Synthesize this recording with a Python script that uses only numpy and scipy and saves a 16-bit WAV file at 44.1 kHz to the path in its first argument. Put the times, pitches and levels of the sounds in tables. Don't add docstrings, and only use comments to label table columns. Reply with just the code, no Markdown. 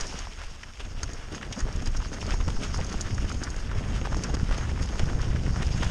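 import sys
import numpy as np
from scipy import signal
from scipy.io import wavfile
from scipy.ndimage import uniform_filter1d

SR = 44100
rng = np.random.default_rng(int(sys.argv[2]) if len(sys.argv) > 2 else 0)


def int16_out(signal):
    q = np.round(np.clip(np.atleast_2d(signal).T, -1, 1) * 32767)
    wavfile.write(sys.argv[1], SR, q.astype(np.int16))


N = 260190


def undb(db):
    return 10 ** (np.asarray(db) / 20)


def unit(x):
    return x / np.sqrt(np.mean(x ** 2))


def curves(table):
    times, *columns = np.transpose(table)
    return [np.interp(np.arange(N) / SR, times, column) for column in columns]


def band(x, hz, width):
    q = max(hz / (1.46 * width), .2)
    b, a = signal.iirpeak(min(hz, .45 * SR), q, SR)
    once = signal.lfilter(b, a, x)
    return signal.lfilter(b, a, once)


def walk(rate):
    hold = int(SR / rate)
    steps = np.repeat(rng.standard_normal(N // hold + 1), hold)
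    slewed = uniform_filter1d(uniform_filter1d(steps, hold), hold)
    return unit(slewed[:N])


def grains(rate, spread_db):
    hit = rng.random(N) < rate / SR
    strength = undb(spread_db * np.minimum(rng.exponential(size=N), 3))
    return hit * rng.standard_normal(N) * strength


def resonate(modes, shared, own, flicker_db, rate):
    total = np.zeros(N)
    for hz, width, db in modes:
        level = undb(db + flicker_db * walk(rate))
        drive = shared + own * rng.standard_normal(N)
        total += level * unit(band(drive, hz, width))
    return unit(total)


# (time [s], deep buffeting level [dB], middle swirl level [dB], bright flutter level [dB])
WIND = [(0.0, -33, -36.5, -41), (0.36, -40.5, -72, -54.5), (0.49, -38.5, -50, -61),
        (0.67, -42.5, -52, -53.5), (0.77, -42.5, -57, -65), (0.83, -35, -49, -45.5),
        (0.95, -35.5, -45, -51.5), (1.08, -32, -39, -44), (1.22, -37.5, -50, -56.5),
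        (1.35, -39, -38.5, -41.5), (1.41, -35, -59, -44), (1.51, -34.5, -32.5, -44), (1.54, -42, -46, -69),
        (1.58, -37, -50, -37), (1.64, -29, -26, -46), (1.68, -35, -36, -43.5), (1.89, -26.5, -34.5, -41),
        (1.94, -28.5, -50, -69), (1.99, -27.5, -38, -41), (2.09, -33, -44, -44), (2.2, -38, -36.5, -44),
        (2.27, -25, -40, -34.5), (2.35, -25.5, -31, -44), (2.41, -26.5, -40.5, -39.5),
        (2.46, -30, -29.5, -55), (2.58, -26, -40, -34.5), (2.63, -32.5, -35.5, -39.5),
        (2.74, -26.5, -31, -47.5), (2.92, -36.5, -38, -39), (3.22, -33, -25.5, -42.5),
        (3.25, -22, -37, -38.5), (3.32, -36.5, -35, -40.5), (3.66, -29.5, -38, -42),
        (4.16, -28.5, -31, -36.5), (4.26, -30.5, -35.5, -36), (4.44, -27.5, -27.5, -50),
        (4.49, -25.5, -40, -39.5), (4.62, -34, -29, -42), (4.96, -26, -34.5, -40.5), (4.98, -34, -35, -41),
        (5.03, -21.5, -27.5, -44), (5.09, -28, -29, -35.5), (5.62, -31, -29.5, -42.5),
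        (5.67, -22, -33.5, -39), (5.8, -31.5, -24, -46), (5.88, -26, -26.5, -48), (5.9, -28, -27, -42)]
# (time [s], peak level [dB], width scale [ms])
EDDIES = [(0.029, -23.5, 11), (0.467, -28, 10), (1.066, -25, 4.7), (1.641, -17, 11), (2.473, -17, 4.4),
          (2.718, -21.5, 5.6), (2.807, -22.5, 6.9), (2.962, -19, 6.8), (3.059, -19.5, 4.3),
          (3.196, -18, 5.3), (3.225, -22, 1.1), (3.251, -16.5, 4.8), (3.482, -23, 3.2), (3.886, -23.5, 2.3),
          (4.023, -20, 3.7), (4.155, -23, 3.2), (4.432, -10.5, 2.6), (5.035, -9.5, 3.7),
          (5.316, -19.5, 3.1), (5.349, -13.5, 2), (5.508, -15, 2.4), (5.627, -25, 3.9), (5.783, -23, 3.3)]
# (time [s], peak level [dB], width scale [ms])
PULLS = [(0.479, -40, 3.9), (0.842, -27.5, 9.2), (1.078, -25.5, 4.9), (1.629, -19, 4.7),
         (1.756, -17.5, 3.1), (1.832, -28, 1.9), (1.882, -15, 3.6), (1.961, -20, 5.2), (1.999, -18, 5.6),
         (2.25, -21, 3.7), (2.317, -17.5, 5.4), (2.345, -17.5, 5.1), (2.573, -18, 14), (3.128, -19, 3.7),
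         (3.368, -20, 5.5), (3.784, -15.5, 3.3), (4.136, -17.5, 5), (4.603, -22, 5.8), (4.735, -19, 3),
         (5.005, -20, 7.3), (5.154, -13.5, 3.9), (5.216, -16, 3.7), (5.305, -14.5, 3.6), (5.493, -16, 3.6),
         (5.534, -18, 3.3), (5.868, -13, 3.4)]
# (centre [Hz], width [Hz], relative level [dB])
BUFFET = [(24.2, 13.6, 5), (35.3, 14, 3), (56.1, 21.2, 3)]
SURGE = [(74.4, 43.5, 3.5), (114.5, 29, -3.5), (143.6, 42, -7)]
FLUTTER = [(190.5, 75, 3.5), (221, 82, 1), (329, 198, 0), (477, 760, -14.5)]


def wind():
    deep_db, middle_db, bright_db = curves(WIND)
    swirl = unit(grains(150, spread_db=2.5))
    throb = unit(undb(0.76 * walk(25.11)))
    gusts = unit(undb(0.2 * walk(7.11)))
    deep = resonate(BUFFET, swirl, own=0.81, flicker_db=1.0, rate=4.72)
    middle = resonate(SURGE, swirl, own=1.0, flicker_db=0.46, rate=20)
    bright = resonate(FLUTTER, swirl, own=1.33, flicker_db=0.56, rate=7.5)
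    out = gusts * undb(deep_db) * deep
    out += throb * gusts ** 0.76 * (undb(middle_db) * middle + undb(bright_db) * bright)
    t = np.arange(N) / SR
    for sign, eddies in [(1, EDDIES), (-1, PULLS)]:
        for s, db, ms in eddies:
            near = slice(max(int((s - .05) * SR), 0), int((s + .05) * SR))
            u = (t[near] - s) * 1000 / ms
            push = np.exp(-(u / 0.74) ** 2) - 0.28 * np.exp(-(u / 0.8) ** 2)
            swept = out[near] * (1 - 0.9 * np.exp(-u ** 2))
            out[near] = swept + sign * undb(db) * push / push.max()
    return out


# (time [s], level [dB], upper part against the lower [dB], before a fixed 4.5 dB cut)
ROLL = [(0.0, -38, 0), (0.08, -46, 2.5), (0.23, -48.5, 1.5), (0.61, -53.5, 3), (0.87, -52.5, 1.5),
        (1.02, -49, 2.5), (1.59, -48.5, -0.5), (2.05, -49.5, 2.5), (2.2, -50, -0.5), (2.61, -47, 0.5),
        (2.73, -46, 0.5), (3.75, -46.5, -1), (4.19, -46.5, 0), (4.62, -46, -2.5), (5.04, -43.5, -2.5),
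        (5.42, -46.5, 0), (5.67, -43.5, -1), (5.9, -41.5, 0.5)]
# (time [s], level [dB])
GRIT = [(0.0, -37), (0.03, -47.5), (0.1, -44), (0.45, -55), (1.0, -53.5), (1.5, -52.5), (2.19, -49),
        (2.75, -48), (3.45, -48), (3.73, -53.5), (4.1, -48), (4.57, -51), (5.06, -48), (5.45, -50.5),
        (5.6, -47), (5.9, -46.5)]
# (time [s], crunch swell [dB], grit swell [dB], length [ms])
LOOSE = [(0.192, 5.5, 0.5, 88), (0.431, 4.5, 4.5, 36), (0.554, 7, 3.5, 20), (0.806, 10, 5, 29),
         (0.85, 4, 0.5, 38), (1.087, 0.5, 4, 150), (1.325, 4, 8, 12), (1.354, 6, 10, 32), (1.382, 6, 0, 13),
         (1.431, 7.5, -2, 19), (1.596, 6.5, 9, 39), (1.686, 6.5, 0, 57), (1.871, 10, 2, 25),
         (1.971, 2, 15, 12), (2.14, 7, 9.5, 27), (2.269, 6, 3, 170), (2.335, 4, 8, 35), (2.409, 9.5, 4, 13),
         (2.482, 12, 10, 7.4), (2.64, 9.5, 6.5, 40), (2.75, 4, 10.5, 32), (2.898, 5, 10, 8.1),
         (3.183, 4.5, 2, 23), (3.222, 5.5, 4, 27), (3.605, -0.5, 8, 39), (3.717, 5, 8, 14),
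         (3.787, 4.5, 5.5, 41), (3.84, 8, -13, 5.6), (3.963, 4.5, 5.5, 31), (4.301, 6, 3, 22),
         (4.349, 9.5, 10, 14), (4.529, 6.5, 3, 47), (4.581, 5.5, 3, 76), (4.7, 3.5, 1, 40),
         (4.828, 4.5, 9.5, 20), (4.998, 6, -4, 17), (5.628, 10, 10.5, 9.4), (5.833, 8, 1, 16)]
# (centre [Hz], width [Hz], relative level [dB])
CRUNCH = [(484, 465, 4), (860, 700, 1.5), (1406, 900, 6), (2580, 1920, 3.5), (2770, 670, -6.5)]
# (centre [Hz], width [Hz], relative level [dB])
CAVITY = [(4940, 840, 11), (5470, 550, 6.5), (6420, 290, 6), (6060, 2000, 3.5), (9020, 300, -6),
          (11400, 730, -16)]


def tyres():
    patchy_db = 0.4 * walk(16)
    roll_db, upper_db = curves(ROLL)
    coarse_db = roll_db + patchy_db
    fine_db = curves(GRIT)[0] + patchy_db
    t = np.arange(N) / SR
    for s, crunch_db, grit_db, ms in LOOSE:
        swell = np.exp(-((t - s) * 2000 / ms) ** 2)
        coarse_db = coarse_db + crunch_db * swell
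        fine_db = fine_db + grit_db * swell
    unrest = unit(undb(0.49 * walk(60)))
    grit = unit(grains(1200, spread_db=2.5))
    lower = resonate(CRUNCH[:3], grit, own=1.0, flicker_db=3.0, rate=45)
    upper = resonate(CRUNCH[3:], grit, own=1.0, flicker_db=3.0, rate=45)
    coarse = lower + undb(upper_db - 4.5) * upper
    for hz in (750., 1200., 1900.):
        coarse += undb(-14) * unit(band(grains(90, spread_db=0.0), hz, hz / 2))
    fine_grit = unit(grains(2500, spread_db=-1.0)) + 0.067 * grit
    fine = resonate(CAVITY, fine_grit, own=1.0, flicker_db=2.5, rate=42)
    return unrest * (undb(coarse_db) * coarse + undb(fine_db) * fine)


def add(out, s, piece):
    i = int(s * SR)
    out[i:i + len(piece)] += piece[:N - i]


def blows(table, body, sharpness, body_db, crack_db):
    contact_cycles = 0.23
    out, t = np.zeros(N), np.arange(int(.1 * SR)) / SR
    for s, db, hz, ms in table:
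        t60 = max(ms, 5)
        noise, lumps = rng.standard_normal((2, len(t)))
        burst = noise * undb(18.4 * uniform_filter1d(lumps, size=40))
        burst *= undb(-60 * t * 1000 / t60) * np.minimum(t / 0.0011, 1)
        burst[0] = undb(crack_db) * 30 / t60
        burst = uniform_filter1d(burst, max(int(contact_cycles * SR / hz), 1))
        ring = unit(sum(undb(g) * band(burst, f, w) / np.sqrt(w) for f, w, g in body))
        piece = unit(band(burst, hz, hz / sharpness)) + undb(body_db) * ring
        add(out, s, undb(db) * piece / np.abs(piece).max())
    return out


def strays(count, db, low_hz, high_hz):
    when, size, pitch = rng.random((count, 3)).T
    times = when * N / SR
    roll_s, roll_db, _ = np.transpose(ROLL)
    rough_db = np.interp(times, roll_s, roll_db) - roll_db.mean()
    centres = low_hz * (high_hz / low_hz) ** pitch
    return list(zip(times, db - 8 * size + rough_db, centres))


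def lasting(table, t60_ms, ms_per_db):
    return [(s, db, hz, t60_ms + ms_per_db * (db + 30)) for s, db, hz in table]


# (time [s], peak level [dB], centre [Hz], 60 dB decay [ms])
KNOCKS = [(0.126, -31.5, 736, 38), (0.271, -26, 850, 15), (0.632, -27.5, 1740, 21), (0.635, -25, 1710, 29),
          (0.736, -34, 2500, 10), (0.773, -36, 2300, 12), (0.804, -30, 1490, 44), (1.031, -27.5, 1340, 46),
          (1.34, -33, 1100, 15), (1.348, -29, 1200, 21), (1.355, -33, 2500, 15), (1.38, -33, 1200, 25),
          (1.4128, -28, 1430, 29), (1.428, -28, 1680, 19), (1.4305, -25, 1680, 26), (1.498, -40, 900, 20),
          (1.51, -31, 790, 55), (1.526, -26, 2950, 53), (1.565, -34, 920, 76), (1.612, -34, 1050, 14),
          (1.675, -39, 1500, 36), (1.685, -30, 700, 28), (1.79, -38, 1500, 64), (1.803, -29, 1770, 17),
          (1.855, -38, 1200, 37), (1.873, -42, 1500, 27), (1.949, -31, 1220, 40), (2.002, -31, 1140, 37),
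          (2.019, -31, 1180, 17), (2.026, -27, 1050, 22), (2.049, -28, 1500, 13), (2.057, -29, 1030, 15),
          (2.131, -26, 1340, 17), (2.185, -28, 855, 16), (2.214, -26.5, 2840, 47), (2.228, -24, 870, 18),
          (2.289, -31, 1390, 68), (2.299, -24, 1000, 20), (2.308, -21.5, 1800, 25), (2.32, -27, 2000, 54),
          (2.329, -33, 2400, 25), (2.34, -25.5, 780, 31), (2.403, -31, 1080, 51), (2.41, -34, 2500, 38),
          (2.48, -30, 900, 17), (2.4865, -21, 1020, 20), (2.502, -30, 1280, 24), (2.503, -25, 3600, 16),
          (2.565, -31, 890, 49), (2.618, -40, 1400, 30), (2.634, -32.5, 2500, 43), (2.65, -28.5, 1160, 30),
          (2.667, -29, 1400, 22), (2.73, -39, 900, 25), (2.744, -20.5, 1120, 21), (2.762, -29, 1220, 20),
          (2.788, -26, 720, 65), (2.813, -24, 2220, 22), (2.921, -30, 2170, 10), (2.942, -28, 760, 31),
          (2.974, -39, 1530, 12), (3.004, -30, 1440, 25), (3.108, -29.5, 2000, 16),
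          (3.181, -24.5, 1270, 33), (3.3, -28, 1110, 48), (3.316, -23.5, 1410, 29), (3.429, -26, 1380, 25),
          (3.467, -31, 1350, 91), (3.538, -30, 1370, 86), (3.714, -30, 1270, 49), (3.839, -30, 1800, 15),
          (3.887, -32, 1290, 15), (4.0147, -26, 2500, 23), (4.0522, -23, 1140, 14),
          (4.0563, -20.5, 1050, 14), (4.06, -33, 1100, 23), (4.072, -23, 710, 19), (4.117, -37, 1500, 20),
          (4.121, -27, 895, 26), (4.124, -24.5, 800, 26), (4.129, -24, 1040, 21), (4.1455, -20, 1070, 13),
          (4.237, -28, 2620, 32), (4.241, -28, 1290, 130), (4.247, -38, 1480, 17), (4.342, -29, 1180, 40),
          (4.351, -33, 650, 25), (4.369, -27, 1330, 30), (4.398, -26, 1330, 15), (4.492, -30, 1200, 18),
          (4.512, -23.5, 1110, 22), (4.526, -23.5, 1870, 13), (4.586, -28, 2580, 15),
          (4.695, -28, 1680, 22), (4.776, -29, 1100, 18), (4.829, -32, 1250, 15), (4.89, -27, 3000, 18),
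          (4.925, -29, 1290, 15), (4.985, -36, 840, 25), (4.9946, -18.5, 2300, 25), (4.997, -27, 1200, 25),
          (5.002, -28, 1570, 40), (5.089, -26, 1640, 15), (5.102, -32, 750, 22), (5.132, -26, 1000, 20),
          (5.149, -30, 1510, 20), (5.194, -30, 1220, 56), (5.228, -31.5, 1300, 41), (5.282, -30, 1160, 27),
          (5.311, -33.5, 1700, 60), (5.36, -25.5, 1690, 37), (5.397, -33, 2500, 27), (5.464, -27, 1520, 33),
          (5.493, -30, 1480, 20), (5.544, -41, 1300, 23), (5.56, -25, 1080, 32), (5.623, -26, 1990, 42),
          (5.628, -25, 1920, 37), (5.681, -35, 3000, 12), (5.779, -26, 1500, 27), (5.83, -23.5, 1510, 38),
          (5.866, -27, 1290, 12)]


def stone_knocks():
    small = lasting(strays(count=10, db=-40.0, low_hz=487, high_hz=2550), t60_ms=28, ms_per_db=0.5)
    return blows(KNOCKS + small, CRUNCH + CAVITY[:2], sharpness=1.77, body_db=-5.0, crack_db=18.5)


# (time [s], peak level [dB], centre [Hz])
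THUDS = [(0.141, -30, 218), (0.095, -35, 261), (1.09, -35, 324), (1.317, -33, 278), (1.332, -27, 235),
         (1.345, -39, 205), (1.576, -28, 230), (1.684, -41, 403), (1.824, -25.5, 219), (1.872, -31.5, 242),
         (1.947, -31, 207), (2.117, -27, 214), (2.308, -35, 300), (2.335, -31, 304), (2.473, -27.5, 234),
         (2.498, -29, 200), (2.648, -34, 298), (2.805, -28.5, 253), (2.942, -27, 232), (3.416, -26, 220),
         (4.014, -28, 357), (4.05, -33, 303), (4.117, -31, 300), (4.167, -31, 304), (4.339, -23, 230),
         (4.995, -23, 377), (5.47, -27.5, 240), (5.586, -38, 204), (5.62, -29, 394), (5.824, -33, 318)]


def rock_thuds():
    hits = THUDS + strays(count=8, db=-34.5, low_hz=185, high_hz=370)
    hits = lasting(hits, t60_ms=49.5, ms_per_db=0.1)
    return blows(hits, CRUNCH, sharpness=1.13, body_db=-6.0, crack_db=17.5)


# (time [s], peak level [dB], centre [Hz])
RATTLES = [(0.009, -20, 5850), (0.0684, -27, 6000), (0.1896, -24.5, 4600), (1.0316, -19.5, 6400),
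           (1.1338, -29, 6500), (1.3508, -31, 6400), (1.5254, -24, 5800), (1.5908, -28.5, 5660),
           (1.603, -26.5, 6570), (1.727, -31.5, 5500), (1.7616, -31.5, 6500), (1.822, -34.5, 6600),
           (1.8587, -25.5, 4900), (1.873, -25, 4960), (1.9659, -32, 4970), (2.2079, -30, 5360),
           (2.2657, -27, 4640), (2.3067, -25.5, 4930), (2.4798, -35, 5270), (2.635, -27, 5200),
           (2.7733, -28, 6500), (2.803, -30, 5000), (2.8454, -27, 6000), (2.866, -30, 6300),
           (2.9257, -27, 5850), (3.0096, -19.5, 6610), (3.1458, -29, 6700), (3.3217, -28.5, 6550),
           (3.295, -27.5, 5160), (3.345, -32, 6600), (3.4354, -22, 6000), (3.5024, -27.5, 6500),
           (3.5638, -30, 6600), (4.1455, -33, 5270), (4.1694, -28, 6200), (4.2366, -20.5, 5800),
           (4.242, -27, 5500), (4.3425, -27, 5300), (4.348, -28, 4750), (4.578, -28.5, 6040),
           (4.822, -34, 5500), (4.838, -30, 6660), (4.858, -31, 6000), (4.9945, -24.5, 5170),
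           (5.216, -30.5, 5560), (5.667, -28, 5060), (5.7763, -30, 6550), (5.8436, -27.5, 5840)]


def chain_rattles():
    hits = RATTLES + strays(count=25, db=-48.0, low_hz=4800, high_hz=6800)
    hits = lasting(hits, t60_ms=25.5, ms_per_db=0.7)
    return blows(hits, CAVITY, sharpness=22.0, body_db=5.5, crack_db=15.0)


def high_hiss():
    wind_db = uniform_filter1d(curves(WIND)[0], size=SR // 2)
    hiss = band(rng.standard_normal(N), 8350, 1100)
    hiss += 0.69 * band(rng.standard_normal(N), 4800, 900)
    hiss += 0.77 * band(rng.standard_normal(N), 13400, 2300)
    level_db = -67.5 + 0.081 * (wind_db - wind_db.mean()) + 0.68 * walk(34)
    return undb(level_db) * unit(hiss)


def scene():
    bike = tyres() + stone_knocks() + rock_thuds() + chain_rattles()
    return (wind() + bike + high_hiss())[None]


def record(dry):
    hollow = dry - 0.4 * band(dry, 4360, 2420)
    soft = signal.sosfilt(signal.butter(3, 9800, fs=SR, output="sos"), hollow)
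    steep_cut = signal.ellip(8, .2, 70, 13660, fs=SR, output="sos")
    return signal.sosfilt(steep_cut, soft)


dry = scene()
out = record(dry)
int16_out(out)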